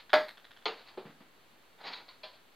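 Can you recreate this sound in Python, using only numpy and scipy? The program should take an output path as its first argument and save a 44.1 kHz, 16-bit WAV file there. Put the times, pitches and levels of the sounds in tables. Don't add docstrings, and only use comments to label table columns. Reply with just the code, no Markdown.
import sys
import numpy as np
from scipy import signal
from scipy.fft import rfft, irfft, next_fast_len
from scipy.io import wavfile
from scipy.ndimage import uniform_filter1d

SR = 44100
rng = np.random.default_rng(int(sys.argv[2]) if len(sys.argv) > 2 else 0)


def dump_mix(stems):
    frames = np.atleast_2d(stems).T
    limited = np.clip(frames, -1, 1)
    pcm = np.round(limited * 32767).astype(np.int16)
    wavfile.write(sys.argv[1], SR, pcm)


def undo_db(level):
    steps = np.asarray(level, float) / 20
    return 10 ** steps


N = 112454
T = np.arange(N) / SR
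TAIL = np.arange(SR // 2) / SR

# delay in seconds, level in dB.
BOARD_ECHOES = [(.0012, -0.5), (.0055, -3.5), (.0082, 5), (.0195, -8), (.026, -2)]
CARTON_ECHOES = [(.004, -3.5), (.0095, -13), (.016, -8), (.023, -2)]
FAR_ECHOES = [(.004, -6.5), (.0095, -11), (.017, -8), (.023, -6)]


def gains(points, size):
    hz, db = np.array(points, float).T
    bin_hz = np.arange(size // 2 + 1) * SR / size
    return undo_db(np.interp(np.log(bin_hz + 1), np.log(hz), db))


def causal(points):
    cepstrum = irfft(np.log(gains(points, size=4096)))
    cepstrum[1:2048] *= 2
    cepstrum[2049:] = 0
    return irfft(np.exp(rfft(cepstrum)))[:2048]


def rms1(x):
    return x / np.sqrt(np.mean(x ** 2))


def hiss(points):
    size = next_fast_len(N)
    spectrum = rfft(rng.standard_normal(size)) * gains(points, size=size)
    return rms1(irfft(spectrum, size)[:N])


def room(echoes, tail_db):
    # frequency in Hz, t60 in seconds.
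    reverberation = [(150, 0.42), (600, 0.27), (2000, 0.31), (5000, 0.23), (12000, 0.55)]
    hz_points, t60_points = np.array(reverberation).T
    bin_hz = np.arange(len(TAIL) // 2 + 1) * SR / len(TAIL)
    noise = rfft(rng.standard_normal((2, len(TAIL))))
    response = 0
    for hz in 100 * 2. ** np.arange(8):
        share = np.clip(1 - np.abs(np.log2((bin_hz + 1) / hz)), 0, 1)
        t60 = np.interp(np.log(hz), np.log(hz_points), t60_points)
        response = response + irfft(noise * share) * undo_db(-60 * TAIL / t60)
    build_s, side_db = 0.0024, -73
    response = response * (1 - np.exp(-TAIL / build_s)) * undo_db(tail_db)
    response[0, 0] += 1
    for delay, db in echoes:
        response[0, int(delay * SR)] += undo_db(db)
    response[1] *= undo_db(side_db) * 2
    return response


def crack_sound(crack, pitch):
    smear = 0.59
    pulse = causal([(hz * pitch, db) for hz, db in crack])
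    for lag in rng.integers(3, 18, 3):
        a = np.r_[1, np.zeros(lag - 1), -smear]
        pulse = signal.lfilter(a[::-1], a, pulse)
    return pulse


def knock(hits, crack, place, modes=(), ring_db=0, swell_s=.002, damped_s=1.):
    out = np.zeros((2, N + SR))
    early = int(.03 * SR)
    damp = undo_db(-60 * np.maximum(TAIL - damped_s, 0) / 0.079)
    for start, db, *factor in hits:
        pitch = factor[0] if factor else 1.
        pulse = crack_sound(crack, pitch)
        heard = signal.fftconvolve(place, pulse[None], axes=1)[:, :len(TAIL)]
        heard = heard / heard[0, :early].std()
        for hz, mode_db, t60 in modes:
            swell = 1 - np.exp(-TAIL / swell_s * (hz / 500) ** 2)
            decay = undo_db(ring_db + mode_db - 60 * TAIL / t60)
            heard[0] += decay * swell * damp * np.sin(2 * np.pi * pitch * hz * TAIL)
        i = int(start * SR)
        out[:, i:i + len(TAIL)] += heard * undo_db(db) / heard[0, :early].std()
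    return out[:, :N]


def background():
    # frequency in Hz, level in dB per Hz.
    hum_colour = [(20, -30), (45, -13), (300, -6), (800, -7.5), (2500, -12), (4500, -13.5), (5000, -24),
                  (6500, -29)]
    hiss_colour = [(4500, -20), (6000, 0), (9200, -1), (10000, -9), (10900, 0), (14200, 0), (14950, -8),
                   (15500, -3)]
    side_colour = [(12, -18), (20, -27), (175, -3), (315, -5.5), (452, -5.5), (686, -6.5), (1630, -4.5),
                   (6010, -17), (15500, -20.5)]
    hold = SR // 6
    drift = uniform_filter1d(np.repeat(rng.standard_normal(N // hold + 1), hold), hold)[:N]
    mid = hiss(hum_colour) * undo_db(-64 + 0.4 * drift) + hiss(hiss_colour) * undo_db(-78.7)
    return np.array([mid, hiss(side_colour) * undo_db(-68)])


def cloth():
    # time in seconds, level in dB, tilt in dB (treble raised and lows cut about
    # 2 kHz).
    pulls = [
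        [(0, -51.5, 4.5), (.03, -61, 0.5), (.085, -89, -6)],
        [(.755, -91, -6), (.775, -54.5, 1), (.81, -53.5, -0.5), (.85, -62.5, 1.5), (.892, -53.5, 3.5),
         (.925, -60.5, -3.5), (.95, -56, -3)],
        [(1.78, -69, -4), (1.815, -48, -3.5), (1.83, -55.5, -0.5), (1.845, -43, -3), (1.878, -39, 1.5),
         (1.91, -44, -2.5), (1.94, -47.5, 8.5), (1.96, -59, -5)],
        [(1.96, -49.5, 4), (2.015, -50, -4), (2.06, -66, 0), (2.08, -60.5, -5), (2.084, -47.5, -0.5),
         (2.1, -60.5, 3), (2.17, -67.5, 0)],
    ]
    # frequency in Hz, level in dB.
    weave = [(150, -9.5), (780, 4.5), (1050, 1.5), (1500, 1.5), (2000, 2), (3000, -1.5), (4400, 1),
             (9000, -6)]
    # frequency in Hz, bandwidth in Hz, level in dB.
    resonances = [(990, 70, 0), (1500, 70, -2), (2270, 90, -3), (3530, 120, -2), (4130, 150, 2),
                  (4330, 150, 2), (4700, 150, 1)]
    grains_per_s, spread_db = 5000, 2.1
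    chance, sign, size = rng.random((3, N))
    grains = (chance < grains_per_s / SR) * np.sign(sign - .5) * undo_db(-spread_db * np.log(size + .015))
    body = signal.fftconvolve(grains, causal(weave))[:N]
    rings = 0
    for hz, width, db in resonances:
        rings = rings + undo_db(db) * np.sin(2 * np.pi * hz * TAIL) * np.exp(-np.pi * width * TAIL)
    body = rms1(body) + undo_db(-13.0) * rms1(signal.fftconvolve(grains, rings)[:N])

    rows = np.concatenate([np.array(pull, float) for pull in pulls])
    time, level_db, tilt = rows.T
    moving = sum((T > p[0][0] - .004) & (T < p[-1][0] + .004) for p in pulls) > 0
    low = signal.sosfilt(signal.butter(2, 2000, fs=SR, output="sos"), body)
    tilt_db = np.interp(T, time, tilt)
    body = low * undo_db(-tilt_db) + (body - low) * undo_db(tilt_db)
    rubbed = body * moving * undo_db(np.interp(T, time, level_db))
    place = room([], tail_db=-37.5)
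    place = place / np.sqrt(np.sum(place[0] ** 2))
    return signal.fftconvolve(place, rubbed[None], axes=1)[:, :N] * undo_db(-1.0)


def ticks():
    # start in seconds, early rms level in dB, pitch factor.
    slips = [(.772, -56.5, 1.01), (.886, -59.5, 1.05), (1.787, -66.5, 0.85), (1.81, -74, .98),
             (1.839, -50, 0.93), (1.859, -66, 1.3), (1.866, -46, 1.09), (1.876, -56, 0.86),
             (1.934, -44, .99), (1.942, -50, 0.91), (2.078, -66, 1.1), (2.088, -52.5, 1.02)]
    # frequency in Hz, level in dB, t60 in seconds.
    slip_modes = [(1008, 3, 0.12), (1414, -10, .06), (2294, -6, 0.11), (4400, -8, 0.1), (4300, 2, .09),
                  (4300, -10, 0.065)]
    # frequency in Hz, level in dB.
    slip_crack = [(300, -23), (1000, -8), (2000, -11), (3000, -12), (4300, 6), (5200, -20), (7500, -5.5)]
    place = room(CARTON_ECHOES, tail_db=-16)
    return knock(slips, slip_crack, place, slip_modes, ring_db=0, swell_s=0.024)


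def last_tap():
    # start in seconds, level in dB.
    tap_hits = [
        (2.233, -44),
        (2.335, -60),
    ]
    # frequency in Hz, level in dB, t60 in seconds.
    tap_modes = [(626.6, 6, 0.11), (1005, -10, 0.4), (1030, -16, 0.17), (1587, -16, 0.34),
                 (1770, -17, 0.29), (2370, -9, 0.14), (2410, -8, 0.18), (3180, -13, 0.15),
                 (3429, -10, 0.19), (3300, -11.5, 0.26), (4124, -7, 0.22), (4100, -11, 0.17),
                 (4400, -13, 0.32), (4350, -15, 0.24)]
    # frequency in Hz, level in dB.
    tap_crack = [(200, -22), (620, 7), (1400, 0), (2100, -3), (2500, 0), (4200, 5.5), (5200, -1),
                 (7500, -10)]
    place = room(FAR_ECHOES, tail_db=-2)
    return knock(tap_hits, tap_crack, place, tap_modes, ring_db=3.5, swell_s=0.013)


def soft_landings():
    # start in seconds, level in dB, pitch factor.
    landings = [
        (1.0535, -48.5, 0.92),
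        (1.092, -57, 1.13),
        (1.206, -56.5, 1.24),
    ]
    # frequency in Hz, level in dB, t60 in seconds.
    pile_modes = [(179, 8, 0.036), (220, 0, 0.077), (297, -6, 0.13), (420, -3, 0.046), (514, -6, 0.06),
                  (773, -7, 0.061), (920, -6, .04)]
    # frequency in Hz, level in dB.
    pile_crack = [(100, -2), (250, -1), (800, -8.5), (1800, -8.5), (3000, -16), (6000, -25)]
    place = room(FAR_ECHOES, tail_db=-16)
    return knock(landings, pile_crack, place, pile_modes, ring_db=7.5, swell_s=0.00016)


def carpet_thud():
    # start in seconds, level in dB.
    thud_hits = [
        (.9745, -40.5),
    ]
    # frequency in Hz, level in dB, t60 in seconds.
    floor_modes = [(285, -5, 0.042), (374, 6.5, 0.085), (464, -28, .1), (499.6, 1, 0.096),
                   (790, -13, 0.083), (832, -7, 0.083)]
    # frequency in Hz, level in dB.
    floor_crack = [(100, -17), (450, 7), (1000, -2), (2000, -12), (4200, -12), (6000, -28)]
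    place = room(FAR_ECHOES, tail_db=-16)
    return knock(thud_hits, floor_crack, place, floor_modes, ring_db=8.5, swell_s=0.0011)


def skipping_bit():
    # start in seconds, level in dB, pitch factor.
    hop_hits = [
        (.095, -48, 1.08),
        (.2835, -45, 1.22),
        (.372, -53.5, 1.01),
        (.444, -53.5, 1.12),
        (.508, -54, 1.044),
        (.565, -56, 0.99),
        (.617, -61, 1),
    ]
    # frequency in Hz, level in dB, t60 in seconds.
    hop_modes = [(1355, -3, 0.089), (1757, 0, 0.093), (3080, -6.5, 0.099), (3310, -3.5, .1),
                 (3600, -3, 0.11)]
    # frequency in Hz, level in dB.
    hop_crack = [(300, -17.5), (900, -5), (1600, 1), (2450, -10), (3050, -0.5), (3450, 1.5), (3900, -11),
                 (5500, -8)]
    place = room(BOARD_ECHOES, tail_db=-26)
    return knock(hop_hits, hop_crack, place, hop_modes, ring_db=-4.5, swell_s=0.057)


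def shell_clicks():
    # start in seconds, early rms level in dB.
    click_hits = [
        (.1315, -56),
        (.2835, -69),
        (.656, -74.5),
    ]
    # frequency in Hz, level in dB.
    click_crack = [(7000, -27), (7600, -12), (8400, -2.5), (10000, -13), (11900, -1.5), (13000, -9),
                   (14400, -5), (15200, -33)]
    return knock(click_hits, click_crack, room(BOARD_ECHOES, tail_db=-26))


def ball_on_carton():
    # start in seconds, early rms level in dB.
    carton_hits = [
        (.656, -29.5),
    ]
    # frequency in Hz, level in dB, t60 in seconds.
    carton_modes = [(440, 3, 0.18), (467.3, -9, 0.3), (737, -10, 0.17), (850, -3, 0.1), (919, 1.5, 0.069),
                    (1050, -6, 0.14), (1222, -4.5, 0.15), (1410, -10, 0.18), (1584, -18, 0.23),
                    (1911, -20, 0.28)]
    shell_modes = [(2060, -8, .13), (2191, -8, 0.14), (2365, -10, 0.076), (2590, -25, 0.12),
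                   (3110, -15, 0.11), (3280, -4.5, 0.068), (3520, -4, 0.078), (3420, -12, 0.15),
                   (4080, -2, 0.067), (4340, -15, 0.069), (4300, -5.5, 0.12), (4400, -10, 0.099),
                   (4430, -22, .051), (6140, 0, 0.04)]
    # frequency in Hz, level in dB.
    carton_crack = [(100, -23), (400, 3.5), (900, 3.5), (1700, -3), (3000, -1), (4500, -3), (5200, -9),
                    (7000, -6.5)]
    place = room(CARTON_ECHOES, tail_db=-16)
    return knock(carton_hits, carton_crack, place, carton_modes + shell_modes, ring_db=2.5, swell_s=0.0077)


def ball_on_board():
    # start in seconds, early rms level in dB.
    board_hits = [
        (.1315, -18),
    ]
    # frequency in Hz, level in dB, t60 in seconds.
    board_modes = [(615, 0, .27), (285, -22, .2), (440, -19, .2), (775, -9, .14), (838, -15, .12),
                   (901, -12, .2), (1023, -16, .15), (1115, -14, .13), (1322, -13, .22), (1402, -9, .13),
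                   (1468, -9, .12), (1567, -16, .18), (1655, -12, .25), (2018, -10, .15)]
    shell_modes = [(1805, -21, 0.11), (2200, -29.5, 0.176), (2517, -21, 0.15), (2946, -21.5, 0.094),
                   (3133, -13, 0.062), (3290, -23, .2), (3510, -16.5, 0.13), (3881, -32, 0.16),
                   (4090, -39.5, 0.18), (4550, -29.5, 0.22), (4720, -31, 0.36), (4640, -33.5, 0.31)]
    # frequency in Hz, level in dB.
    board_crack = [(100, -18.5), (300, -2), (800, 9.5), (1500, 3), (2150, 7.5), (2650, -8.5), (3400, 0.5),
                   (5300, -5)]
    place = room(BOARD_ECHOES, tail_db=-18.0)
    return knock(board_hits, board_crack, place, board_modes + shell_modes, ring_db=8.5,
                 swell_s=0.0046, damped_s=0.136)


def mic(x):
    # frequency in Hz, level in dB.
    treble = [(4720, 0), (4870, -4), (5500, -12), (5950, -24), (6500, -16), (7100, -24), (7600, -43),
              (15000, -38)]
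    x = signal.sosfilt(signal.butter(5, 141, "high", fs=SR, output="sos"), x)
    return signal.fftconvolve(x, causal(treble)[None], axes=1)[:, :N]


def scene():
    near = cloth() + ticks() + last_tap() + soft_landings() + carpet_thud()
    near = near + skipping_bit() + ball_on_carton() + ball_on_board()
    mid, side = background() + shell_clicks() + mic(near)
    return np.array([mid + side, mid - side])


def roll_off(x):
    return signal.sosfilt(signal.butter(12, 15640, fs=SR, output="sos"), x)


def record(dry):
    mix = dry - .0005
    return roll_off(mix)


dry = scene()
out = record(dry)
dump_mix(out)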